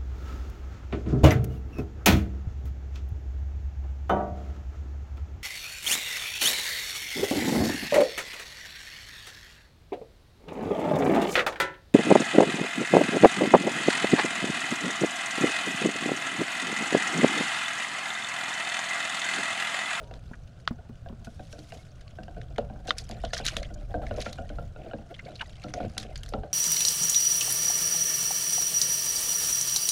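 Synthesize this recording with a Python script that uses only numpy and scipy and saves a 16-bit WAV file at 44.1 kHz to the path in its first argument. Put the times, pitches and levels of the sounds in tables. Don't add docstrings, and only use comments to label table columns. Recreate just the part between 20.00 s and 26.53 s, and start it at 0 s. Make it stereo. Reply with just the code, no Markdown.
import sys
import numpy as np
from scipy import signal
from scipy.fft import rfft, irfft, next_fast_len
from scipy.io import wavfile
from scipy.ndimage import uniform_filter1d, map_coordinates

SR = 44100
rng = np.random.default_rng(int(sys.argv[2]) if len(sys.argv) > 2 else 0)


def unload_wav(signal):
    wavfile.write(
        sys.argv[1],
        SR,
        np.round(np.clip(np.atleast_2d(signal).T, -1, 1) * 32767).astype(np.int16),
    )


N = 287973

# f/Hz, level/dB, T60/s
TUB_MODES = [(210.2, -7.5, 0.18), (240, -6.5, 0.097), (308.6, -6, 0.098), (452.5, -4.5, 0.12),
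             (511, -5.5, 0.12), (571.4, -1.5, 0.1), (628, -0.5, 0.071), (697.8, 3, 0.058), (757, -1, 0.06),
             (883, -15.5, 0.026), (1487, 2, 0.045), (1537, -4, 0.014), (2530, -13, 0.017),
             (2830, -8.5, 0.026), (3850, -15.5, 0.019)]
# t/s, level/dB
STIR_LEVEL = [(0.0, -45.5), (0.24, -66.5), (1.03, -69.5), (2.29, -68), (2.73, -54.5), (3.35, -58.5),
              (4.11, -47.5), (5.07, -53.5), (5.64, -58.5), (5.82, -49.5), (6.53, -51.5)]
# t/s, duration/s, rms level/dB
FLICKS = [(2.871, 0.035, -44), (2.967, 0.058, -49), (3.331, 0.03, -34.5), (3.362, 0.042, -38),
          (3.446, 0.024, -41.5), (3.471, .03, -34), (4.162, 0.017, -51), (4.208, 0.032, -41),
          (4.244, 0.068, -48), (5.998, 0.062, -51.5)]
# f/Hz, level/dB
RUMBLE_SPECTRUM = [(40, -0.5), (80, 1.5), (125, 1.5), (160, -4.5), (220, -17.5), (400, -32), (900, -60)]
CRACKLE_SPECTRUM = [(500, -50), (1000, -2), (1800, -1.5), (3100, -1.5), (4500, -2.5), (6500, -4.5),
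                    (8200, -10.5), (10000, -11), (13500, -32), (15500, -43)]
SPRAY_SPECTRUM = [(400, -8), (800, -14), (1660, 1.5), (2400, -2.5), (3400, 0), (4800, -0.5), (6500, -1.5),
                  (8000, -12), (10000, -14), (13000, -27), (15500, -46)]


def amp(db):
    return 10 ** (np.asarray(db) / 20)


def unit(x):
    return x / np.sqrt(np.mean(x ** 2) + 1e-20)


def peaked(x):
    return x / (np.abs(x).max() + 1e-12)


def seconds(length):
    return np.arange(int(length * SR)) / SR


def curve(points):
    return np.interp(np.arange(N) / SR, *np.transpose(points))


def wobble(rate):
    return map_coordinates(rng.standard_normal(int(N * rate / SR) + 4), [np.arange(N) * rate / SR])


def chance(per_s):
    return np.flatnonzero(rng.random(N) < per_s / SR)


def filtered(x, response):
    n = x.shape[-1]
    m = next_fast_len(2 * n)
    return irfft(rfft(x, m) * response(np.fft.rfftfreq(m, 1 / SR)), m)[..., :n]


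def coloured(x, points):
    f, db = np.transpose(points)
    return unit(filtered(x, lambda hz: amp(np.interp(np.log(hz + 1), np.log(f), db))))


def patchy(x, depth_db):
    spectra = signal.stft(x, nperseg=256)[2]
    field = uniform_filter1d(rng.standard_normal(spectra.shape[-2:]), 5, axis=0)
    field = uniform_filter1d(field, 2, axis=1)
    return signal.istft(spectra * amp(depth_db * unit(field)), nperseg=256)[1][..., :x.shape[-1]]


def pair(n, correlation):
    common, opposed = rng.standard_normal((2, n))
    angle = np.arccos(np.clip(correlation, -1, 1)) / 2
    return np.cos(angle) * common + np.sin(angle) * np.array([opposed, -opposed])


def placed(x, left_db, lag_ms):
    side = np.array([[.5], [-.5]])
    return filtered(x, lambda hz: amp(side * left_db) * np.exp(-2j * np.pi * hz * side * lag_ms / 1000))


def add(track, s, sound):
    part = track[..., max(round(s * SR), 0):][..., :sound.shape[-1]]
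    part += sound[..., :part.shape[-1]]


def ring(modes, t, rise_cycles, scatter_db, detune):
    hz, db, t60 = np.transpose(modes)[:, :, None]
    size, pitch, phase = rng.standard_normal((3, len(modes), 1))
    swell = 1 - np.exp(-t * hz / rise_cycles)
    tone = np.sin(2 * np.pi * (hz * (1 + detune * pitch) * t + phase))
    return amp(db + scatter_db * size - 60 * t / t60) * swell * tone


def wind():
    # t/s, level/dB
    strength = [(0, -48), (.33, -44.5), (.8, -57), (1.14, -42.5), (1.45, -54.5), (2.2, -49.5), (2.7, -43.5),
                (3.45, -37.5), (3.6, -32.5), (3.92, -37), (4.1, -33.5), (4.33, -45.5), (4.46, -34.5),
                (4.66, -32), (4.98, -65), (5.75, -52), (6.15, -38), (6.43, -41), (6.53, -80)]
    # f/Hz, level/dB
    eddy_spectrum = [(11, -19), (18, -15), (44, 0), (110, -21.5), (140, -53), (240, -120)]
    hush_spectrum = [(100, -42), (170, 0.5), (348, -9), (675, -4), (948, -22), (1490, -10.5), (1940, -27.5),
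                     (3000, -22.5), (8470, -34.5), (12100, -51), (15500, -64)]
    strength_db = curve(strength)
    eddies, gusts = pair(N, correlation=.05), pair(N, correlation=.62)
    buffet = amp(strength_db + 2 * wobble(15)) * coloured(eddies, eddy_spectrum)
    rumble_db = -44 + .22 * (strength_db - strength_db.mean()) + 1.84 * wobble(15)
    rumble = amp(rumble_db) * coloured(gusts, RUMBLE_SPECTRUM)
    hush = amp(-59.5) * coloured(pair(N, correlation=.75), hush_spectrum)
    return buffet + rumble + hush


def ground_thuds():
    # t/s, level/dB
    blows = [(0.312, -31), (0.707, -22.5), (0.894, -31.5), (1.096, -32.5), (1.126, -33), (1.212, -41),
             (1.272, -35), (5.662, -34)]
    # f/Hz, level/dB, T60/s
    ground_modes = [(180.4, 10, 0.054), (234, 8, 0.088), (293, -1, 0.016), (398, -1, 0.046),
                    (880, -19, 0.0052)]
    # f/Hz, level/dB
    dust_spectrum = [(100, 9), (300, 2), (1000, -1.5), (4000, -36)]
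    out, t = np.zeros(N), seconds(.2)
    for s, db in blows:
        boom = peaked(ring(ground_modes, t, rise_cycles=1, scatter_db=4.5, detune=.037).sum(0))
        push = peaked(np.sin(2 * np.pi * 105 * t) * amp(-60 * t / .036))
        scuff = peaked(coloured(rng.standard_normal(len(t)), dust_spectrum) * amp(-60 * t / .061))
        add(out, s, amp(db - 4) * (boom + amp(-2.5) * push + amp(-5) * scuff))
    return placed(out, left_db=-6, lag_ms=.059)


def sliding_hand():
    # t/s, level/dB
    stroke = [(1.238, -100), (1.247, -48), (1.28, -65.5), (1.42, -66.5), (1.55, -58), (1.65, -62),
              (1.76, -58), (1.88, -70), (2.0, -100)]
    # f/Hz, level/dB
    skin_spectrum = [(1500, -8.5), (3500, -4.5), (6000, -4.5), (8200, -11.5), (10000, -12.5), (13500, -24),
                     (15500, -31)]
    friction = pair(N, correlation=.17) * amp(1.8 * wobble(710) + 3.3 * wobble(50.6))
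    return amp(curve(stroke)) * coloured(friction, skin_spectrum)


def rim_rub():
    out, t = np.zeros(N), seconds(.19)
    hz = 950 * (1 + .0097 * wobble(82)[:len(t)])
    tone = unit(np.sin(2 * np.pi * np.cumsum(hz) / SR))
    rub = coloured(rng.standard_normal(len(t)), [(250, -3), (550, 5), (900, -6), (1500, -30), (5000, -51)])
    add(out, 0, signal.windows.tukey(len(t), .4) * (amp(-64) * tone + amp(-55.5) * rub))
    return out


def water_unrest():
    # t/s, level/dB
    paddling = [(0.0, -64.5), (1.03, -72.5), (1.6, -62), (2.64, -71.5), (2.87, -67), (3.02, -60),
                (3.31, -57), (3.51, -49.5), (3.76, -66), (4.0, -66), (4.22, -55), (4.44, -63.5),
                (4.65, -67), (5.12, -68), (5.25, -60.5), (5.87, -60.5), (6.53, -65.5)]
    wash_db, rise_s, t60_s = -16.5, .017, .49
    power, t = amp(curve(paddling)) ** 2, seconds(1)
    for s, _, db in FLICKS:
        wash = amp(db + wash_db - 60 * t / t60_s) * (1 - np.exp(-t / rise_s))
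        add(power, s, wash ** 2)
    return 10 * np.log10(power)


def spatter(per_s, t60_s, bed_db):
    hits = (rng.random(N) < per_s / SR) * amp(-14 * rng.random(N))
    return signal.fftconvolve(hits, amp(-60 * seconds(.03) / t60_s))[:N] + amp(bed_db)


def wet_crackle(unrest_db):
    grain = spatter(per_s=170, t60_s=.018, bed_db=-12) * amp(2 * wobble(30))
    specks = patchy(pair(N, correlation=.3) * grain, depth_db=4.5)
    return placed(amp(unrest_db + 1) * coloured(specks, CRACKLE_SPECTRUM), left_db=2, lag_ms=.052)


def bubble(hz, cycles):
    age = seconds(7 * cycles / hz) * hz / cycles
    envelope = (1 - np.exp(-3 * age)) * np.exp(-age)
    return envelope * np.sin(2 * np.pi * cycles * (age + .006 * age ** 2))


def froth(unrest_db):
    brisk_db, brisk_per_s, doubling_db, most_per_s = -60, 110, 3.5, 400
    out = np.zeros((2, N))
    starts = chance(np.minimum(brisk_per_s * 2 ** ((unrest_db - brisk_db) / doubling_db), most_per_s))
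    for i, (pitch, size, life, side) in zip(starts, rng.standard_normal((len(starts), 4))):
        hz = np.clip(3300 * np.exp(.45 * pitch), 1100, 9000)
        pan_db = np.array([[1.5], [-1.5]]) * side
        gain = amp(unrest_db[i] + 4.5 + 4 * min(size, 2) + pan_db)
        add(out, i / SR, gain * bubble(hz, cycles=7.5 * np.exp(.45 * life)))
    return placed(out, left_db=16, lag_ms=.054)


def drips_and_squeaks():
    # t/s, level/dB, f/Hz, glide/(octaves per s)
    chirps = [(0.332, -40, 1650, -16.5), (2.889, -29.5, 4160, -4), (3.038, -47, 6370, 72),
              (3.645, -39, 2960, 17), (3.738, -41.5, 6590, 9), (4.175, -25, 605, 2.5),
              (4.325, -41.5, 3750, 8.5), (5.14, -38, 3250, 8.5), (5.189, -36, 2156, -7),
              (5.248, -45, 4230, 9), (5.263, -44.5, 2240, -5), (5.353, -37.5, 4370, -16.5),
              (5.392, -37, 2840, -1), (5.409, -28, 2940, -1.5), (5.406, -27.5, 1515, 1),
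              (5.417, -36.5, 1010, -20.5)]
    out, t = np.zeros(N), seconds(.059)
    for s, db, hz, glide in chirps:
        swell_s = .0079 * (1000 / hz) ** .34
        envelope = peaked(t ** 2 * np.exp(-2 * t / swell_s))
        tone = np.sin(2 * np.pi * np.cumsum(hz * 2 ** np.clip(glide * t, -1, 1)) / SR)
        band = [(hz / 3, -25), (hz, 0), (hz * 1.42, -16), (hz * 7, -55)]
        hiss = coloured(rng.standard_normal(len(t)), band)
        add(out, s, amp(db) * envelope * (.41 * tone + .46 * hiss))
    return placed(out, left_db=3.5, lag_ms=.026)


def splashes():
    spurts_per_s, t60_s, low_hz, high_hz = 190, .024, 1700, 10000
    out, t = np.zeros((2, N)), seconds(.017)
    for s, length, db in FLICKS:
        progress = seconds(length) / length
        spurts = np.zeros((2, len(progress)))
        count = int(length * spurts_per_s) + 1
        for k, (delay, pitch, size) in enumerate(rng.random((count, 3))):
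            hz = low_hz * (high_hz / low_hz) ** pitch
            spurt = coloured(pair(len(t), correlation=.5), [(hz / 2, -16), (hz, 0), (hz * 2, -16)])
            add(spurts, (k + delay / 2) / count * length, amp(-10 * size - 60 * t / t60_s) * spurt)
        mist = amp(-2.5) * pair(len(progress), correlation=.28)
        spray = coloured(unit(spurts) + mist, SPRAY_SPECTRUM)
        add(out, s, amp(db) * unit(progress ** .34 * (1 - progress) * spray))
    return placed(out, left_db=6.5, lag_ms=.039)


def ticks(unrest_db):
    # t/s, peak level/dB, resonance f/Hz, treble boost/dB
    strikes = [(0.042, -43, 3000, -6), (.111, -40, 2700, -11), (0.1384, -33.5, 2970, -2),
               (0.9553, -47, 2940, -2), (1.0864, -41, 3020, -14), (1.527, -33, 5600, 6),
               (1.59, -35.5, 4300, 10), (1.721, -31.5, 2630, -3), (2.079, -38.5, 4200, -13),
               (2.2329, -36.5, 4600, -1), (2.4145, -33.5, 3020, -3), (2.5605, -32.5, 2060, -13),
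               (2.5814, -26, 2840, -6), (2.9828, -16, 4500, 15), (3.091, -31.5, 4170, 20),
               (3.111, -25, 3550, -3), (3.249, -23.5, 3420, -12), (3.3346, -16, 5600, -7),
               (3.341, -25, 3660, 1), (3.378, -24.5, 5470, 32), (3.452, -20.5, 2970, 12),
               (3.4592, -16.5, 3914, 0), (3.4642, -11, 4000, 8), (3.477, -19, 4100, -2),
               (3.4825, -16, 2840, 6), (3.5669, -12, 3300, 6), (3.6293, -25.5, 2080, -12),
               (4.067, -28.5, 1890, -9), (4.2035, -26, 4810, 6), (4.215, -28, 4270, 18),
               (4.261, -24, 2270, -29), (4.329, -25, 3840, 8), (4.4917, -35, 3020, -9),
               (5.638, -30.5, 3960, 0.5), (5.7381, -19, 6170, 0), (5.9792, -13.5, 3830, 7),
               (5.999, -29, 3870, 3), (6.029, -29, 3340, 6), (6.157, -26, 4570, -5),
               (6.176, -30.5, 4500, 19), (6.233, -26, 2720, 12), (6.2606, -34, 4280, 6),
               (6.2892, -31.5, 4660, 21)]
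    rise_s, t60_s, tail_db, tail_t60_s, half_width_hz = .00072, .015, -27, .26, 360
    out, t = np.zeros((2, N)), seconds(.041)
    envelope = (1 - np.exp(-t / rise_s)) * (amp(-60 * t / t60_s) + amp(tail_db - 60 * t / tail_t60_s))
    faint = [(i / SR, unrest_db[i] + 19.5 + rng.uniform(-5, 5), 3000 * rng.lognormal(0, .2), 0)
             for i in chance(per_s=8)]
    for s, db, centre_hz, treble_db in strikes + faint:
        noise = coloured(patchy(pair(len(t), correlation=.18), depth_db=3.5), SPRAY_SPECTRUM)
        resonance = lambda hz: 1 + 2.9 / (1 + ((hz - centre_hz) / half_width_hz) ** 2)
        shelf = lambda hz: amp(treble_db / (1 + (6000 / (hz + 1)) ** 4))
        tick = filtered(noise, lambda hz: resonance(hz) * shelf(hz))
        add(out, s, amp(db) * peaked(tick * envelope))
    return placed(out, left_db=3.5, lag_ms=.043)


def snaps():
    # t/s, level/dB, upper modes/dB, damping by the grip/(dB per s), crack re ring/dB
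    releases = [(0.6764, -11, -11, 700, 5), (2.9068, -8, 3, 300, -12), (6.337, -26, -13.5, 60, 7)]
    # f/Hz, level/dB, T60/s
    plastic_modes = [(645, 1, 0.017), (1220, 7, 0.023), (1450, 2.5, 0.032), (1960, 8, 0.011),
                     (3080, 1.5, 0.02), (3650, 7, 0.02), (4490, 10.5, 0.0023)]
    # lower f/Hz, upper f/Hz
    crack_bands = [(1080, 1720), (2700, 4900)]
    out, t = np.zeros(N), seconds(.06)
    upper = np.transpose(plastic_modes)[0] > 2500
    bandpasses = [signal.butter(3, band, "bandpass", fs=SR, output="sos") for band in crack_bands]
    low, high = [signal.sosfilt(sos, signal.unit_impulse(len(t))) for sos in bandpasses]
    crack = peaked(1.8 * low + high)
    for s, db, upper_db, damping, crack_db in releases:
        modes = ring(plastic_modes, t, rise_cycles=.3, scatter_db=1, detune=.01)
        body = peaked(modes[~upper].sum(0) + amp(upper_db) * modes[upper].sum(0)) * amp(-damping * t)
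        rustle = coloured(rng.standard_normal(len(t)), CRACKLE_SPECTRUM) * amp(-24 - 60 * t / .062)
        add(out, s, amp(db) * (peaked(body + amp(crack_db) * crack) + rustle))
    return placed(filtered(out, lambda hz: 1 / (1 + (hz / 8500) ** 4)), left_db=7, lag_ms=.061)


def sloshing(x, depth, per_s):
    return map_coordinates(x, [np.arange(N) + depth * SR / per_s * wobble(per_s)], mode="reflect")


def stirring():
    hz, db, t60 = np.transpose(TUB_MODES)
    widths = 1.96 * np.log(1000) / np.pi / t60
    gains = amp(db - 12 * np.maximum(np.log2(hz / 800), 0))
    gains[1::2] *= -1
    body = lambda f: sum(gain * 1j * f * width / (centre ** 2 - f ** 2 + 1j * f * width)
                         for centre, width, gain in zip(hz, widths, gains))
    scratches = pair(N, correlation=1) * amp(9.2 * wobble(45))
    ringing = np.array([sloshing(channel, depth=.05, per_s=7) for channel in filtered(scratches, body)])
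    return placed(amp(curve(STIR_LEVEL)) * unit(ringing), left_db=-5.5, lag_ms=.061)


def shell_scrapes():
    # t/s, duration/s, level/dB
    drags = [(1.068, 0.065, -56.5), (1.721, 0.066, -52), (2.35, 0.11, -53), (3.099, 0.1, -47),
             (4.049, .25, -44), (4.769, 0.14, -47.5), (5.229, 0.15, -48), (5.727, 0.16, -37),
             (6.015, 0.12, -45.5), (6.319, 0.033, -42)]
    # f/Hz, level/dB
    scrape_spectrum = [(200, 3.5), (420, 5.5), (740, 9.5), (950, -41), (1500, -20), (2400, -10.5),
                       (4000, -24.5), (9000, -39.5)]
    out = np.zeros(N)
    for s, length, db in drags:
        n = len(seconds(length))
        slips = rng.standard_normal(n) * amp(4.5 * wobble(169)[:n])
        scrape = coloured(patchy(slips, depth_db=4), scrape_spectrum)
        add(out, s, amp(db) * signal.windows.tukey(n, .5) * scrape)
    return placed(out, left_db=-2.5, lag_ms=.031)


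def shell_bumps():
    # t/s, peak level of the sides/dB, floor and wall re sides/dB, favoured f/Hz, chatter (0-1)
    blows = [(.111, -37, -32, -14, 647, .34), (.787, -44, -23, -5.5, 750, 0.31),
             (1.06, -38, -31, -6.5, 716, 0.58), (1.27, -42, -4, 1.5, 660, 0.3),
             (1.394, -37.5, -6, -8, 624, 0.44), (1.531, -39, -9, -5, 580, 0.78),
             (1.582, -44, 2.5, -8, 605, 0.81), (1.721, -36, -24, -7, 676, 0.62),
             (2.186, -32.5, -7.5, -6.5, 630, 0.54), (2.281, -34.5, -14, -11, 700, 0.5),
             (2.366, -35.5, -9.5, -11, 720, 0.97), (2.583, -18.5, -10.5, -11.5, 610, 0.33),
             (2.699, -38.5, 1, -9.5, 700, 0.67), (2.881, -26, -10.5, -8, 813, 0.54),
             (3.097, -34, -3, -14, 740, .9), (3.237, -22.5, -12, -15, 705, 0.15),
             (3.333, -25, -27, -3, 650, .46), (3.4, -27.5, -8.5, -10, 460, 0.52),
             (3.563, -32, -7, -16, 635, 0.65), (3.616, -33.5, -12, -18.5, 580, .56),
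             (3.941, -23, -8, -9.5, 630, 0.79), (4.018, -31, -28, -17, 689, .7),
             (4.11, -24, -11, -8.5, 660, 0.35), (4.264, -26, -8.5, -3.5, 540, 0.47),
             (4.385, -30.5, -8, -4, 760, 1), (4.585, -30, -15.5, -5.5, 570, .57),
             (4.761, -37, -13, -5.5, 700, 1), (4.912, -38.5, -15, 1.5, 666, 0.32),
             (4.934, -28, -5, -8.5, 567, 0.38), (5.642, -34.5, 1, -1.5, 594, 1),
             (5.738, -30.5, -9.5, -10, 700, 0.65), (5.803, -24.5, -5.5, -15, 682, 0.32),
             (5.845, -31.5, 1, -15, 640, .46), (5.968, -36, -6, -2, 688, 1),
             (6.337, -25.5, -2.5, -4.5, 510, 0.54), (6.434, -29.5, -14, -14, 593, 0.55)]
    # f/Hz, level/dB
    grit_spectrum = [(400, 1), (1300, 8.5), (2200, -6), (4000, -3.5), (9000, -42)]
    slip_rise_s, slip_t60_s, focus_db, focus_width_hz = .01, .22, 5.5, 96
    side_lag_s, floor_lag_s = .00088, .00484
    out, t = np.zeros(N), seconds(.3)
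    hz = np.transpose(TUB_MODES)[0]
    floor, wall = hz < 400, hz > 1100
    stir_db = curve(STIR_LEVEL)
    nudges = [(i / SR, stir_db[i] + 12 + rng.uniform(-4, 4), -3.5, -9, rng.uniform(500, 780), .7)
              for i in chance(per_s=2.5)]
    for s, db, floor_db, wall_db, focus_hz, drag in blows + nudges:
        slips = rng.standard_normal(len(t)) ** 3
        slips *= amp(-60 * t / slip_t60_s) * (1 - np.exp(-t / slip_rise_s))
        modes = ring(TUB_MODES, t, rise_cycles=.35, scatter_db=2.5, detune=.03)
        modes[wall] = ring(np.array(TUB_MODES)[wall], t, rise_cycles=1, scatter_db=4, detune=.05)
        modes *= amp(focus_db * np.exp(-((hz[:, None] - focus_hz) / focus_width_hz) ** 2))
        chatter = signal.fftconvolve(modes, slips[None] / np.linalg.norm(slips), axes=1)[:, :len(t)]
        soft, hard = modes + drag * chatter, modes + .25 * drag * chatter
        grit = peaked(coloured(rng.standard_normal(len(t)), grit_spectrum) * amp(-60 * t / .079))
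        shove = peaked(coloured(rng.standard_normal(len(t)), RUMBLE_SPECTRUM) * t * amp(-60 * t / .21))
        add(out, s, amp(db) * (amp(wall_db) * peaked(hard[wall].sum(0)) + amp(-15.5) * grit))
        add(out, s + side_lag_s, amp(db) * peaked(soft[~floor & ~wall].sum(0)))
        add(out, s + floor_lag_s, amp(db + floor_db) * (peaked(soft[floor].sum(0)) + amp(-4) * shove))
    return placed(out, left_db=-4.5, lag_ms=.028)


def scene():
    unrest_db = water_unrest()
    tub = shell_bumps() + shell_scrapes() + stirring() + snaps() + ticks(unrest_db) + rim_rub()
    small_sounds = splashes() + froth(unrest_db) + drips_and_squeaks() + wet_crackle(unrest_db)
    return tub + small_sounds + sliding_hand() + ground_thuds() + wind()


def record(dry):
    return filtered(dry, lambda hz: hz < 15800)


dry = scene()
out = record(dry)
unload_wav(out)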